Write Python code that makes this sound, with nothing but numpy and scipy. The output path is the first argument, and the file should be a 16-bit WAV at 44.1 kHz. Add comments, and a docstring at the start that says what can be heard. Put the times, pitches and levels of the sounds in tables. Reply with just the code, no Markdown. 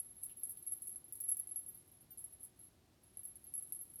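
"""Over a low, steady room noise, a tiny pellet bell on a feather wand is shaken into a busy jingle.
Each knock of the pellet chokes the last ring, ticks and rings two high modes of the shell afresh;
then the pellet bounces and rolls on, and the walls add a short tail. Three faint, dry taps of the toy
fall in the first second and a half. The jingle thins out, almost rests just before three seconds,
then picks up again to the end."""
import sys
import numpy as np
from scipy import signal
from scipy.fft import rfft, irfft
from scipy.io import wavfile

SR = 44100
rng = np.random.default_rng(int(sys.argv[2]) if len(sys.argv) > 2 else 0)


def master(y):
    """Save y as 16-bit WAV."""
    cut = np.clip(np.atleast_2d(y).T, -1, 1)
    pcm = np.round(cut * 32767)  # scale
    wavfile.write(sys.argv[1], SR, pcm.astype(np.int16))


N = 176400

# The pellet's knocks on the shell. Each row: start in seconds, relative levels in dB of the main mode,
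# the upper mode and the tick, then the main mode's t60 in seconds.
PELLET_KNOCKS = [(0.0002, -28.5, -58, -49, 0.019), (0.0562, -48.5, -68, -74, 0.12),
                 (0.1072, -49, -82, -63.5, 0.12), (0.1671, -49.5, -77, -62.5, 0.13),
                 (0.2166, -49, -71, -63, 0.099), (0.229, -42, -57, -54, 0.082),
                 (0.2341, -32, -58, -43.5, 0.04), (0.2368, -39, -59, -47.5, 0.03),
                 (0.2445, -38.5, -54, -52, 0.055), (0.2505, -41, -66, -54, 0.06),
                 (0.2585, -44, -62, -55, 0.06), (0.295, -46, -58, -69.5, 0.085),
                 (0.3145, -44.5, -61, -57.5, 0.11), (0.37, -47, -57, -57, 0.14),
                 (0.394, -58, -48.5, -79, 0.12), (0.4341, -29.5, -64, -46, 0.067),
                 (0.4388, -37, -62, -51.5, 0.03), (0.4526, -36.5, -61, -48, 0.041),
                 (0.472, -46, -57, -67.5, 0.046), (0.4943, -38, -45, -51, 0.085),
                 (0.4999, -40, -48, -52.5, 0.098), (0.5064, -37.5, -49, -50.5, 0.055),
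                 (0.5135, -46, -54, -49, 0.05), (0.5187, -44, -55, -54, 0.055),
                 (0.5724, -43.5, -55, -59.5, 0.1), (0.592, -53, -51, -66, 0.066),
                 (0.6256, -45, -65, -56, 0.076), (0.6656, -40, -56, -50, 0.13),
                 (0.673, -35.5, -61, -51.5, 0.13), (0.6766, -31.5, -53, -53.5, 0.055),
                 (0.7134, -41, -55, -56, 0.09), (0.7176, -41, -60, -52, 0.06),
                 (0.7217, -28.5, -58, -47.5, 0.05), (0.73, -37.5, -47, -59.5, 0.07),
                 (0.7666, -44, -57, -64.5, 0.052), (0.82, -39, -67, -46, 0.1),
                 (0.838, -47, -63, -59.5, 0.19), (0.8715, -36, -66, -48, 0.044),
                 (0.874, -43.5, -63, -47, 0.04), (0.877, -38, -65, -50, 0.051),
                 (0.8944, -36, -60, -50, 0.02), (0.9158, -42.5, -64, -58.5, 0.078),
                 (0.927, -38.5, -69, -57.5, 0.03), (0.9589, -36.5, -60, -51, 0.05),
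                 (0.9704, -46, -67, -59.5, 0.041), (1.0428, -46.5, -57, -67.5, 0.077),
                 (1.082, -54.5, -55.5, -71, 0.37), (1.1243, -38.5, -66, -45, 0.07),
                 (1.154, -38.5, -60, -48, 0.069), (1.161, -44, -64, -52, 0.038),
                 (1.2025, -48, -38.5, -47, 0.048), (1.2079, -32.5, -52, -42, 0.045),
                 (1.2149, -43, -55, -54, 0.12), (1.2377, -38.5, -46, -62.5, 0.11),
                 (1.2447, -41, -48, -53, 0.16), (1.2804, -37, -56, -48.5, 0.09),
                 (1.2886, -29.5, -45, -43, 0.12), (1.2939, -40, -49, -47, 0.06),
                 (1.2988, -34.5, -53, -49.5, 0.055), (1.304, -35.5, -50, -49.5, 0.03),
                 (1.3157, -27.5, -47, -41, 0.051), (1.3471, -39, -60, -54, 0.027),
                 (1.3691, -33.5, -47, -43.5, 0.045), (1.3885, -38, -59, -55.5, 0.053),
                 (1.3924, -34, -53, -46.5, 0.087), (1.3979, -31, -51, -53.5, 0.08),
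                 (1.4723, -38, -66, -52.5, 0.053), (1.491, -45, -67, -56.5, 0.075),
                 (1.514, -37, -72, -67.5, 0.054), (1.5596, -32.5, -60, -48, 0.13),
                 (1.5685, -34.5, -52, -53.5, 0.11), (1.5742, -38, -67, -55, 0.14),
                 (1.589, -38, -52, -60.5, 0.11), (1.6629, -41.5, -58, -65, 0.066),
                 (1.684, -42, -48, -73, 0.066), (1.747, -47.5, -49.5, -66, 0.08),
                 (1.7748, -48, -87, -62, 0.12), (1.877, -62.5, -60.5, -86, 0.16),
                 (1.916, -57, -59, -71, 0.26), (2.0087, -56, -61, -66, 0.2),
                 (2.1066, -56.5, -49, -75, 0.17), (2.1748, -44, -60, -57.5, 0.085),
                 (2.182, -45.5, -67, -49, 0.074), (2.192, -43, -67, -57.5, 0.033),
                 (2.206, -44.5, -66, -58, 0.07), (2.2418, -38.5, -66, -53.5, 0.054),
                 (2.324, -53.5, -61, -72.5, 0.15), (2.4053, -50.5, -68, -70.5, 0.081),
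                 (2.4306, -43.5, -53, -57, 0.16), (2.591, -54.5, -71, -61.5, 0.34),
                 (2.6353, -50, -89, -64.5, 0.13), (2.67, -53.5, -90, -74, 0.064),
                 (3.035, -62.5, -66, -69, 0.2), (3.1717, -37.5, -59, -53.5, 0.062),
                 (3.193, -41, -64, -60.5, 0.095), (3.2331, -46.5, -49, -56, 0.096),
                 (3.2527, -35.5, -65, -52, 0.038), (3.274, -45.5, -56, -56.5, 0.14),
                 (3.3565, -45.5, -66, -54, 0.07), (3.4421, -51.5, -50, -61.5, 0.063),
                 (3.4682, -48, -70, -57.5, 0.13), (3.5388, -34.5, -51, -46, 0.043),
                 (3.5523, -32.5, -53, -47.5, 0.06), (3.5782, -35, -58, -51, 0.071),
                 (3.6248, -39.5, -67, -50.5, 0.088), (3.723, -31, -66, -45.5, 0.09),
                 (3.7264, -49, -56, -58, 0.036), (3.7296, -38, -65, -51.5, 0.043),
                 (3.749, -37, -66, -53, 0.046), (3.762, -40, -67, -56.5, 0.059),
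                 (3.7911, -41, -59, -62, 0.061), (3.8122, -44.5, -44, -54, 0.093),
                 (3.8185, -44.5, -46, -57, 0.071), (3.9003, -48.5, -69, -72, 0.054),
                 (3.9372, -50.5, -54, -68.5, 0.073), (3.958, -40.5, -63, -56.5, 0.037),
                 (3.9865, -45, -66, -69.5, 0.097)]
TOP_HZ = 17000


def undb(db):
    """Decibels to gain."""
    return 10 ** (np.asarray(db) / 20)


def fade(t, t60):
    """Exponential decay, 60 dB down after t60 seconds."""
    return np.exp(-np.log(1000) * t / t60)


def add(out, start, sound):
    """Mix a sound in at start seconds."""
    i = max(int(start * SR), 0)
    if i < N:
        out[i:i + len(sound)] += sound[:N - i]


def colour(x, points):
    """Minimum-phase EQ through (Hz, dB) points, scaled to unit power gain."""
    hz, db = np.array(points, float).T
    size = 2 * N
    bin_hz = np.arange(N + 1) * SR / size
    gain = undb(np.interp(np.log(bin_hz + 1), np.log(hz), db))
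    cepstrum = irfft(np.log(gain / np.sqrt(np.mean(gain ** 2))))
    cepstrum[1:N] *= 2
    cepstrum[N + 1:] = 0
    return irfft(rfft(x, size) * np.exp(rfft(cepstrum)))[:N]


def room_noise(air_db=-70):
    """A steady bed of rumble and hiss with a faint appliance hum."""
    # The tone of the bed. Each row: frequency in Hz, relative level in dB.
    air_eq = [(15, -55), (28, -23.5), (48, -4), (100, -1), (160, -5), (270, -8.5), (350, -5.5), (450, -15),
              (700, -16.5), (1000, -21), (1800, -25), (4500, -25), (7000, -29.5), (12000, -29),
              (17000, -39)]
    # The partials of the hum. Each row: frequency in Hz, RMS level in dB.
    hum_partials = [(101.5, -86.5), (349.6, -90), (750, -93)]
    t = np.arange(N) / SR
    hum = sum(undb(db) * np.sqrt(2) * np.sin(2 * np.pi * (hz * t + rng.random()))
              for hz, db in hum_partials)
    return undb(air_db) * colour(rng.standard_normal(N), air_eq) + hum


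def pellet_tick(db, attack_s=.00049, t60=.0072):
    """The pellet meets the shell with a tiny, sharp burst of noise."""
    t = np.arange(SR // 100) / SR
    envelope = np.minimum(t / attack_s, 1) * fade(t, t60)
    return 2 * undb(db + 1.5) * envelope * rng.standard_normal(len(t))


def shell_mode(hz, db, t60, swell_s, scatter_hz=31.8):
    """One mode of the shell swells and dies away; the pellet's load shifts its pitch each time."""
    t = np.arange(SR // 9) / SR
    pitch = hz + scatter_hz * rng.standard_normal()
    envelope = np.minimum(t / swell_s, fade(t - swell_s, t60))
    return undb(db) * envelope * np.sin(2 * np.pi * (pitch * t + rng.random()))


def small_shell(rings, edge_hz=7630):
    """So small a shell radiates hardly any low sound."""
    return signal.sosfilt(signal.butter(4, edge_hz, "high", fs=SR, output="sos"), rings)


def pellet_bounces(count=7, gap_s=.007, loss_db=3, scatter_db=2):
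    """After each knock the pellet rebounds unevenly, losing energy. Gives (seconds, dB) touches."""
    touches = []
    for start, _, _, tick_db, _ in PELLET_KNOCKS:
        times = start + gap_s * np.cumsum(.2 + rng.exponential(1, count))
        falling_db = tick_db - 13 - loss_db * np.arange(count)
        touches += zip(times, falling_db + scatter_db * rng.standard_normal(count))
    return touches


def pellet_roll(per_second=200, scatter_db=3.5):
    """The pellet rolls round the shell in a stream of light contacts. Gives (seconds, dB) touches."""
    # How hard the pellet rattles between knocks. Each row: time in seconds, relative level in dB.
    rattle_curve = [(0, -66), (.2, -71.5), (.25, -59.5), (.36, -74), (.41, -62.5), (.5, -69), (.6, -75.5),
                    (.88, -61.5), (1.05, -87), (1.15, -72), (1.35, -68), (1.45, -66), (1.6, -64.5),
                    (1.87, -75), (2.15, -87), (2.19, -63), (2.37, -76), (2.45, -55), (2.52, -93),
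                    (2.62, -66.5), (2.73, -91.5), (2.98, -108), (3.04, -81), (3.27, -71.5), (3.4, -79),
                    (3.55, -65), (3.7, -65), (3.74, -68), (3.88, -70), (4, -66.5)]
    count = int(per_second * N / SR)
    times = (np.arange(count) + 2 * rng.random(count)) / per_second
    rattle_db = np.interp(times, *np.array(rattle_curve).T) - 1.5
    return list(zip(times, rattle_db + scatter_db * rng.standard_normal(count)))


def pellet_bell(main_hz=11172.5, upper_hz=12615):
    """Every contact ticks and rings two shell modes, which the next knock chokes. Gives (rings, ticks)."""
    # The bright tone of a tick. Each row: frequency in Hz, relative level in dB.
    tick_eq = [(1000, -44.5), (4000, -30), (6000, -28), (7700, -16.5), (8700, -0.5), (10100, -4.5),
               (11100, 3.5), (12000, -2.5), (13300, -10.5), (14300, -16), (16200, -17), (16800, -31)]
    upper_knock_t60, touch_t60 = .1, .07
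    base_swell_s, longest_swell_s, choke_s = .00088, .019, .00061
    contacts = [(start, main_db - .5, upper_db - 1, tick_db, main_t60, upper_knock_t60)
                for start, main_db, upper_db, tick_db, main_t60 in PELLET_KNOCKS]
    contacts += [(start, db + 7, db - 9, db, touch_t60, touch_t60)
                 for start, db in pellet_bounces() + pellet_roll()]
    knock_times = np.array([row[0] for row in PELLET_KNOCKS] + [np.inf])
    rings, ticks = np.zeros(N), np.zeros(N)
    for start, main_db, upper_db, tick_db, main_t60, upper_t60 in contacts:
        # A graze, with much ring and little tick, swells in more slowly.
        ring_over_tick_db = max(main_db, upper_db) - tick_db
        swell_s = min(base_swell_s * undb(ring_over_tick_db - 20) ** 2, longest_swell_s)
        ring = shell_mode(main_hz, main_db, main_t60, swell_s)
        ring += shell_mode(upper_hz, upper_db, upper_t60, swell_s)
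        ring_start = start - swell_s / 2
        # The pellet's landing stills the shell just before it knocks.
        next_knock = knock_times[knock_times > start].min()
        time_left = next_knock - ring_start - np.arange(len(ring)) / SR
        add(rings, ring_start, ring * np.clip(time_left / choke_s, 0, 1))
        add(ticks, start, pellet_tick(tick_db))
    return small_shell(rings), colour(ticks, tick_eq)


def room(x, send_db=0, predelay_s=.0027):
    """Direct sound, close reflections and the walls' tail; the echoes keep changing as the wand moves."""
    early, late = (.047, -5.5), (.16, -4)  # t60 in seconds, dB relative to the send
    t = np.arange(SR // 2) / SR
    hop = N // 40
    out = x.copy()
    for start in range(-hop, N, hop):
        span = np.arange(max(start, 0), min(start + 2 * hop, N))
        echoes = 0
        for t60, db in (early, late):
            tail = rng.standard_normal(len(t)) * fade(t, t60) * (t > predelay_s)
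            echoes += undb(db + send_db) * tail / np.linalg.norm(tail)
        crossfade = np.sin(np.pi * (span - start) / (2 * hop))
        add(out, span[0] / SR, signal.fftconvolve(x[span] * crossfade, echoes))
    return out


def toy_taps():
    """The toy taps faintly: short bursts of band-passed noise, duller than the bell."""
    # The taps. Each row: start in seconds, level in dB, centre in Hz, width in octaves, t60 in seconds.
    taps = [(.2955, -68.5, 2840, 0.13, 0.11), (.569, -72, 3300, 0.87, 0.023),
            (1.3895, -59, 3140, 0.28, 0.0096)]
    out, t = np.zeros(N), np.arange(SR // 4) / SR
    for start, db, hz, octaves, t60 in taps:
        edges_hz = np.minimum(hz * 2 ** (np.array([-.5, .5]) * octaves), TOP_HZ)
        bandpass = signal.butter(1, edges_hz, "band", fs=SR, output="sos")
        burst = signal.sosfilt(bandpass, rng.standard_normal(len(t)))
        add(out, start, undb(db) * burst / burst.std() * fade(t, t60))
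    return out


def scene():
    """Room noise, bell and toy in mono, with the ringing drier than the ticks and taps."""
    rings, ticks = pellet_bell()
    return (room_noise() + room(toy_taps() + ticks) + room(rings, send_db=-3.5))[None]


def record(dry):
    """A steep low-pass shaves off the very top."""
    return signal.sosfilt(signal.ellip(8, .2, 70, TOP_HZ, fs=SR, output="sos"), dry)


dry = scene()
out = record(dry)
master(out)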